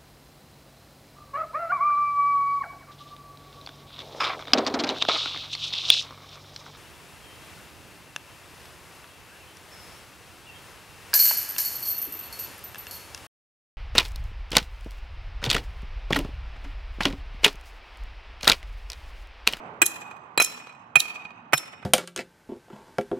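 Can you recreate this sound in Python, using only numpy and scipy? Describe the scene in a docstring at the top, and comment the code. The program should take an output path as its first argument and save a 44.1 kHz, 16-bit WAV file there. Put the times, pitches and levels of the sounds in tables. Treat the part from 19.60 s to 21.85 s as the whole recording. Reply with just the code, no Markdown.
"""Hammering a stake under a bridge

A steel hammer drives a metal stake into a muddy riverbank under a road bridge, over far traffic.
Each contact is a blunt thud, a noisy crack and a short clatter that rings damped modes of stake and head.
The bridge answers with a row of sharp echoes and a lumpy, dying wash made from shaped noise bursts;
the wash of one earlier blow is still fading at the start. The road is a drone of drifting noise bands."""
import sys
import numpy as np
from scipy import signal
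from scipy.fft import rfft, irfft, next_fast_len
from scipy.io import wavfile

SR = 44100
rng = np.random.default_rng(int(sys.argv[2]) if len(sys.argv) > 2 else 0)


def generate_wav(signal):
    """Clip the signal to [-1, 1] and save it as 16-bit WAV at the path in sys.argv[1]."""
    frames = np.transpose(np.atleast_2d(signal))
    scaled = np.clip(frames, -1, 1) * 32767
    pcm = np.round(scaled).astype(np.int16)
    wavfile.write(sys.argv[1], SR, pcm)


N = 99225
RUN_IN = SR // 2   # samples computed ahead of the start
SIDES = np.array([[.5], [-.5]])   # splits a left-minus-right level between left and right


def from_db(db):
    """Turn a level in dB into a gain."""
    return 10 ** (np.asarray(db) / 20)


def at_hz(points, hz, column=1):
    """Read a table column at any frequency, along a log-frequency axis."""
    table = np.array(points)
    return np.interp(np.log(np.maximum(hz, 1)), np.log(table[:, 0]), table[:, column])


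def colour(x, points, share=1):
    """Equalise a sound with a share of a dB curve."""
    length = x.shape[-1]
    size = next_fast_len(length + 4096)
    gain = from_db(share * at_hz(points, np.fft.rfftfreq(size, 1 / SR)))
    return irfft(rfft(x, size) * gain, size)[..., :length]


def drift(rate_hz):
    """Smoothed noise that wanders with spread 1: computed every 40 samples, then interpolated."""
    step = 40
    r = np.exp(-2 * np.pi * rate_hz * step / SR)
    chance = rng.standard_normal(N // step + 2002)
    slow = signal.lfilter([1], [1, -2 * r, r * r], chance)[2000:]
    return np.interp(np.arange(N) / step, np.arange(len(slow)), slow / slow.std())


def bands():
    """Third-octave band-passes, each with its centre in Hz."""
    edges = 30 * 2 ** np.arange(0, 9.3, 1 / 3)
    return [(np.sqrt(low * high), signal.butter(2, [low, high], "band", fs=SR, output="sos"))
            for low, high in zip(edges, edges[1:])]


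# The road's tone. Each row: frequency in Hz, relative density in dB per Hz.
TRAFFIC_COLOUR = [(30, -32), (70, -21), (97, -6.5), (232, -5.5), (351, -7.5), (432, -4), (695, -10),
                  (948, -2.5), (1800, -21), (2600, -26.5), (4200, -62), (5400, -75), (16000, -79.5)]
# The drone's slow swells. Each row: time in seconds, then relative levels in dB of rumble, low-mid, tyre roar.
DRONE_SWELLS = [(0.0, -48, -49.5, -46.5), (0.25, -52, -50.5, -48), (0.49, -51.5, -57, -45),
                (0.7, -53, -55.5, -49.5), (0.87, -50.5, -60.5, -51.5), (1.1, -53.5, -75.5, -54),
                (1.35, -54, -58, -52.5), (1.5, -55.5, -58.5, -49), (1.76, -55, -64, -55),
                (2.13, -54, -67.5, -55), (2.25, -52.5, -58.5, -56.5)]
# Where one drone layer hands over to the next: frequencies in Hz.
LAYER_EDGES = [290, 620]
# Stereo width of the road. Each row: frequency in Hz, left-right likeness from -1 to 1.
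TRAFFIC_LIKENESS = [(60, 0.43), (130, 1), (290, 0.93), (640, 1), (1410, -0.79), (3100, 0.44), (6820, 0.03),
                    (15000, -0.02)]
# Stereo balance of the road. Each row: frequency in Hz, left minus right in dB.
TRAFFIC_BALANCE = [(60, 1.5), (180, -1), (550, -3), (1650, -15.5), (4970, -2.5), (15000, 3.5)]
PATCHY_DB = 1.3        # spread of each of the two drifts on a band
BAND_GAIN_DB = 17.5    # brings the summed bands up to the drone's level


def traffic():
    """Far road noise: noise bands side by side, in three layers on their own slow levels."""
    t = np.arange(N) / SR
    seconds, *layers_db = np.transpose(DRONE_SWELLS)
    white = rng.standard_normal((2, 2, N + RUN_IN))
    together = drift(1.0)
    road = 0
    for k, (hz, band) in enumerate(bands()):
        # neighbouring bands take turns with two noise pairs
        mid, side = signal.sosfilt(band, white[k % 2])[:, RUN_IN:]
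        alike = np.clip(at_hz(TRAFFIC_LIKENESS, hz), -1, 1)
        layer_db = layers_db[np.searchsorted(LAYER_EDGES, hz)]
        level_db = np.interp(t, seconds, layer_db) + BAND_GAIN_DB + at_hz(TRAFFIC_COLOUR, hz)
        level_db = level_db + PATCHY_DB * (together + drift(2.7))
        gain = from_db(level_db + at_hz(TRAFFIC_BALANCE, hz) * SIDES)
        stereo = np.sqrt(1 + alike) * mid + np.sqrt(1 - alike) * side * [[1], [-1]]
        road = road + gain * stereo
    return road


def clatter(decay_s, t):
    """A dying run of uneven touches, cut off after two decay times, energy 1."""
    touches = rng.standard_normal(len(t)) * (t < 2 * decay_s) * np.exp(-t / decay_s)
    return touches / np.sqrt(np.sum(touches ** 2))


def ring(x, hz, t60):
    """A damped resonator: a unit click sets off a dying sine of height 1."""
    r, w = from_db(-60 / (t60 * SR)), 2 * np.pi * hz / SR
    return signal.lfilter([0, np.sin(w)], [1, -2 * r * np.cos(w), r * r], x + 1e-18)


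def strike(touches, modes, db, share=1):
    """Excite a set of modes, each with its own chance strength; above 6 kHz the right may flip sign by chance."""
    mode_spread_db, side_spread_db = 1.5, 1.0
    out = 0
    for hz, level_db, t60 in modes:
        mode = ring(touches, hz, share * t60)
        chance = rng.standard_normal(4)
        spread_db = mode_spread_db * chance[0] + side_spread_db * chance[1:3, None]
        right_sign = np.sign(chance[3]) if hz > 6000 else 1
        gain = from_db(db + level_db + spread_db) * [[1], [right_sign]]
        out = out + mode / np.abs(mode).max() * gain
    return out


def thud(t, db):
    """The first touch: one blunt pulse from a heavily damped resonance."""
    pulse = ring(1. * (t == 0), 896, 0.0035)   # Hz, t60 in seconds
    return from_db(db) * pulse / pulse.max()


# Tone of the crack. Each row: frequency in Hz, level in dB.
CRACK_COLOUR = [(60, -50.5), (200, -16), (500, -5.5), (900, 0), (1400, 4.5), (2000, 2), (3200, -3),
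                (5000, -18), (9000, -16.5), (16000, -30)]
CRACK_T60_S, CRACK_ALIKE = 0.038, 0.27   # fade time, share of noise power common to left and right


def crack(t, hold_s, db):
    """Noise of the contact: held for the clatter's length, then fading fast."""
    common, *apart = rng.standard_normal((3, len(t)))
    hiss = np.sqrt(CRACK_ALIKE) * common + np.sqrt(1 - CRACK_ALIKE) * np.array(apart)
    fade = from_db(-60 * np.maximum(t - hold_s, 0) / CRACK_T60_S)
    return from_db(db) * colour(hiss * fade, CRACK_COLOUR)


# The stake's main ring. Each mode: frequency in Hz, level in dB, t60 in seconds before the blow's damping share.
STAKE_MODES = [(2467.3, -5.5, 0.22), (2490.4, -0.5, 0.077), (3162, -11, 0.078), (1435, -9, 0.02),
               (1340, -20, 0.08), (1824, -20, 0.15)]


def stake_ring(touches, db, ring_share):
    """The stake's main modes, shortened by a share that each blow sets."""
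    return strike(touches, STAKE_MODES, db, ring_share)


# The stake's upper ring. Each mode: frequency in Hz, level in dB, t60 in seconds before the later damping.
UPPER_MODES = [(4010, -3, 0.41), (4064, -5.5, 0.38)]
UPPER_HOLD_S, UPPER_DAMPED_T60_S = .041, .025
UPPER_LEFT_DB = -19   # a faint part sings on


def upper_ring(touches, t, db):
    """The stake's upper ring: free at first, then pulled down as the stake settles."""
    damping_db = -60 * np.maximum(t - UPPER_HOLD_S, 0) / UPPER_DAMPED_T60_S
    return strike(touches, UPPER_MODES, db) * from_db(np.maximum(damping_db, UPPER_LEFT_DB))


# The hammer head's ring. Each mode: frequency in Hz, level in dB, t60 in seconds.
HEAD_MODES = [(5394, 0, .22), (5394, -19, .7), (12700, -6, .16), (14720, -13, .1)]


def head_ring(touches, db):
    """The steel head's high modes, rung by the same clatter as the stake."""
    return strike(touches, HEAD_MODES, db)


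def knock(touches, hz, db):
    """A single short resonance whose pitch each blow sets."""
    return strike(touches, [(hz, 0, .042)], db)   # t60 in seconds


GROUND_HZ, GROUND_T60_S, GROUND_LAG_S = 142, .07, .004


def ground(t, db):
    """The bank's low push: a dying sine that eases in after a short lag."""
    rise = np.clip((t - GROUND_LAG_S) * GROUND_HZ, 0, 1) ** 2
    return from_db(db - 60 * t / GROUND_T60_S) * np.sin(2 * np.pi * GROUND_HZ * t) * rise


# The stake's treble, also rung by the snap. Each mode: frequency in Hz, level in dB, t60 in seconds unshortened.
TREBLE_MODES = [(4050, -14.5, .045), (6360, -3.5, .035), (7620, -2.5, .04), (8050, -2, .025),
                (8550, -6, .006), (9700, -12, .035), (10670, -1, .025), (10980, -3, .03), (11930, -12, .03),
                (14390, -16, .018), (15460, -13, .018)]
# Tone of the snap's noise. Each row: frequency in Hz, level in dB.
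SNAP_COLOUR = [(300, -10.5), (1200, 0), (4000, -2), (7000, 0), (11000, -3), (16000, -6)]
# The clack within the snap. Each mode: frequency in Hz, level in dB, t60 in seconds.
CLACK_MODES = [(3300, -5, .008), (3760, 0, .01), (4150, 0, .01)]
SNAP_DECAY_S, SNAP_T60_SHARE = 0.0027, 0.32


def snap_and_clack(t, snap_db, clack_db):
    """The first instant, flying sideways to the bridge: shortened treble modes and noise, plus a clack."""
    first = clatter(SNAP_DECAY_S, t)
    burst = rng.standard_normal(len(t)) * np.exp(-t / SNAP_DECAY_S)
    snap = strike(first, TREBLE_MODES, snap_db, SNAP_T60_SHARE)
    snap += from_db(snap_db) * colour(burst, SNAP_COLOUR)
    return snap, strike(first, CLACK_MODES, clack_db)


AIRBORNE_FROM_HZ = 258        # a thin stake radiates no bass
RING_TO_BRIDGE_DB = -7.5      # the ring follows the snap more weakly
STAKE_TO_BRIDGE_DB = -6.5     # an extra helping: the stake's main ring carries further than the rest
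RING_IN_NEAR_ECHO_DB = -4.5   # the nearest echoes return mostly the snap
CLACK_FAR_DB = -9             # the clack reaches far surfaces more weakly


def contact(length, thud_db, crack_db, treble_db, snap_db, clack_db, knock_hz, knock_db,
            ground_db, stake_db, ring_share, upper_db, head_db):
    """One contact as stereo pairs: direct sound, sound toward near surfaces, sound toward far ones."""
    t = np.arange(SR // 2) / SR
    touches = clatter(length / 2, t)
    stake = stake_ring(touches, stake_db, ring_share)
    out = stake + strike(touches, TREBLE_MODES, treble_db) + head_ring(touches, head_db)
    out += upper_ring(touches, t, upper_db) + knock(touches, knock_hz, knock_db)
    out += thud(t, thud_db) + crack(t, length, crack_db)
    airborne = signal.butter(4, AIRBORNE_FROM_HZ, "high", fs=SR, output="sos")
    out = signal.sosfilt(airborne, out)
    snap, clack = snap_and_clack(t, snap_db, clack_db)
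    ringing = from_db(RING_TO_BRIDGE_DB) * out + from_db(STAKE_TO_BRIDGE_DB) * stake
    to_near = snap + clack + from_db(RING_IN_NEAR_ECHO_DB) * ringing
    to_far = snap + from_db(CLACK_FAR_DB) * clack + ringing
    return np.vstack([out + ground(t, ground_db), to_near, to_far])


# The contacts of hammer and stake. Each row: start in seconds, clatter length in seconds, thud in dB,
# crack in dB, treble in dB, snap toward the bridge in dB, clack in dB, knock pitch in Hz, knock in dB,
# ground in dB, stake in dB, stake's ring time as a share, upper ring in dB, hammer head in dB.
CONTACTS = [(.2170, 0.011, -19, -12, -12.5, -8.5, -40, 358, -20.5, -29.5, -12, 0.6, -39, -42),
            (0.7761, 0.004, -11, -14.5, -20, -10, -20, 608, -24, -25.5, -16, 0.55, -17, -49),
            (0.7998, 0.0056, -15, -15, -18, -13, -28, 698, -28, -44, -15.5, 0.85, -33, -26),
            (0.8157, 0.0058, -20, -20, -32.5, -33.5, -35, 722, -26.5, -44.5, -20, 0.69, -41, -36.5),
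            (1.3561, 0.004, -12, -17, -19.5, -12, -9.5, 796, -18, -21, -5.5, 0.36, -38.5, -41.5),
            (1.3644, 0.0051, -20, -23, -35, -35, -36, 684, -27, -45, -16, 0.7, -55.5, -52),
            (1.9248, 0.00375, -45, -56, -44, -44, -32.5, 446.2, -40, -45, -30.5, 0.46, -51, -53),
            (1.9322, 0.0075, -6, -8, -23.5, -17, -22.5, 743, -19, -17, -19.5, 0.45, -49, -26.5)]
EARLIER_BLOW_S = .36   # a blow this long before the start still washes on


def hammering():
    """All contacts in time, after a run-in that holds one earlier blow."""
    out = np.zeros((6, RUN_IN + N + SR))
    earlier = (-EARLIER_BLOW_S, *CONTACTS[0][1:])
    for start, *how in CONTACTS + [earlier]:
        i = RUN_IN + int(start * SR)
        out[:, i:i + SR // 2] += contact(*how)
    return out[:, :RUN_IN + N]


# Echoes off the bridge. Each row: delay in seconds, level in dB, left minus right in dB, smear in seconds.
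BRIDGE_ECHOES = [(0.041, -13.5, 5.5, 0.00068), (0.046, -4, -7.5, 0.001), (.098, -24.5, -9.5, .003),
                 (0.147, -36.5, 25, 0.0034), (0.2, -32, -17.5, .005), (0.247, -33.5, -9.5, .005),
                 (0.2946, -24, -8.5, 0.0036), (0.349, -31.5, -5.5, 0.0044)]
# Tone of the nearest echoes. Each row: frequency in Hz, level in dB.
NEAR_COLOUR = [(300, -34.5), (1200, -17), (2600, -14.5), (3200, -4), (4500, -8.5), (6500, -1), (9000, -7),
               (10800, 1.5), (12500, -4), (16000, -4)]
# Tone of the far echoes. Each row: frequency in Hz, level in dB.
FAR_ECHO_COLOUR = [(300, 0), (1200, 2), (2500, -6), (4000, -8), (6500, -19.5), (11000, -26), (16000, -35)]
# The wash. Each row: frequency in Hz, level in dB, t60 in seconds.
WASH_BANDS = [(304, -35.5, 1), (1000, -37, 0.78), (2700, -38.5, 1.0), (3250, -37, 0.74), (4650, -34, 0.57),
              (8000, -32.5, 0.39), (12800, -36.5, .36), (15770, -39, .27)]
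NEAR_S = .06         # echoes sooner than this count as near
FIRST_RETURN = 1.5   # weight of an echo's sharp front against its smear
WASH_START_S, WASH_RISE_S = 0.014, 0.037
WASH_LUMPS_DB, LUMP_RATE_HZ = 3, 44   # scattered surfaces make the wash lumpy


def echoes(t):
    """Near and far reflections: each a sharp front with a short smear of noise behind it."""
    near, far = np.zeros((2, 2, SR))
    for lag, db, pan_db, smear in BRIDGE_ECHOES:
        burst = rng.standard_normal((2, SR)) * (t >= lag) * np.exp(-np.abs(t - lag) / smear)
        burst[:, int(lag * SR) + 1] = FIRST_RETURN * np.sqrt(smear * SR)
        energy = np.sum(burst ** 2, axis=1, keepdims=True)
        burst = burst / np.sqrt(energy) * from_db(db + pan_db * SIDES)
        if lag < NEAR_S:
            near += burst
        else:
            far += burst
    return colour(near, NEAR_COLOUR), colour(far, FAR_ECHO_COLOUR)


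def bridge_wash(t):
    """Dense late reflections: lumpy noise whose bands from 240 Hz up die at their own rates."""
    rise = np.clip((t - WASH_START_S) / WASH_RISE_S, 0, 1)
    lumps = from_db(WASH_LUMPS_DB * drift(LUMP_RATE_HZ)[:SR])
    white = rng.standard_normal((2, SR)) * rise * lumps
    wash = np.zeros((2, SR))
    for hz, band in bands()[9:]:
        fade_db = at_hz(WASH_BANDS, hz) - 60 * t / at_hz(WASH_BANDS, hz, column=2)
        wash += signal.sosfilt(band, white) * from_db(fade_db)
    return wash


def bridge():
    """Impulse responses of the place: the near echoes, then the far echoes with the wash."""
    t = np.arange(SR) / SR
    near, far = echoes(t)
    return near, far + bridge_wash(t)


# Stereo balance of the direct sound. Each row: frequency in Hz, left minus right in dB.
DIRECT_BALANCE = [(100, -1.5), (400, -1), (1000, -4.5), (2500, -12.5), (4500, 7), (9000, 5), (15000, 9)]


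def scene():
    """Direct blows, the bridge's answer and the road, mixed."""
    road = traffic()
    heard, to_near, to_far = hammering().reshape(3, 2, -1)
    direct = np.array([colour(x, DIRECT_BALANCE, side) for x, side in zip(heard, SIDES[:, 0])])
    near, far = bridge()
    answer = signal.fftconvolve(to_near, near, axes=1) + signal.fftconvolve(to_far, far, axes=1)
    blows = direct + answer[:, :RUN_IN + N]
    return blows[:, RUN_IN:] + road


CEILING, CUTOFF_HZ = .95, 17000


def record(dry):
    """Round the peaks softly below a ceiling, then cut the top end steeply."""
    rounded = CEILING * np.tanh(dry / CEILING)
    return signal.sosfilt(signal.cheby2(12, 60, CUTOFF_HZ, fs=SR, output="sos"), rounded)


dry = scene()
out = record(dry)
generate_wav(out)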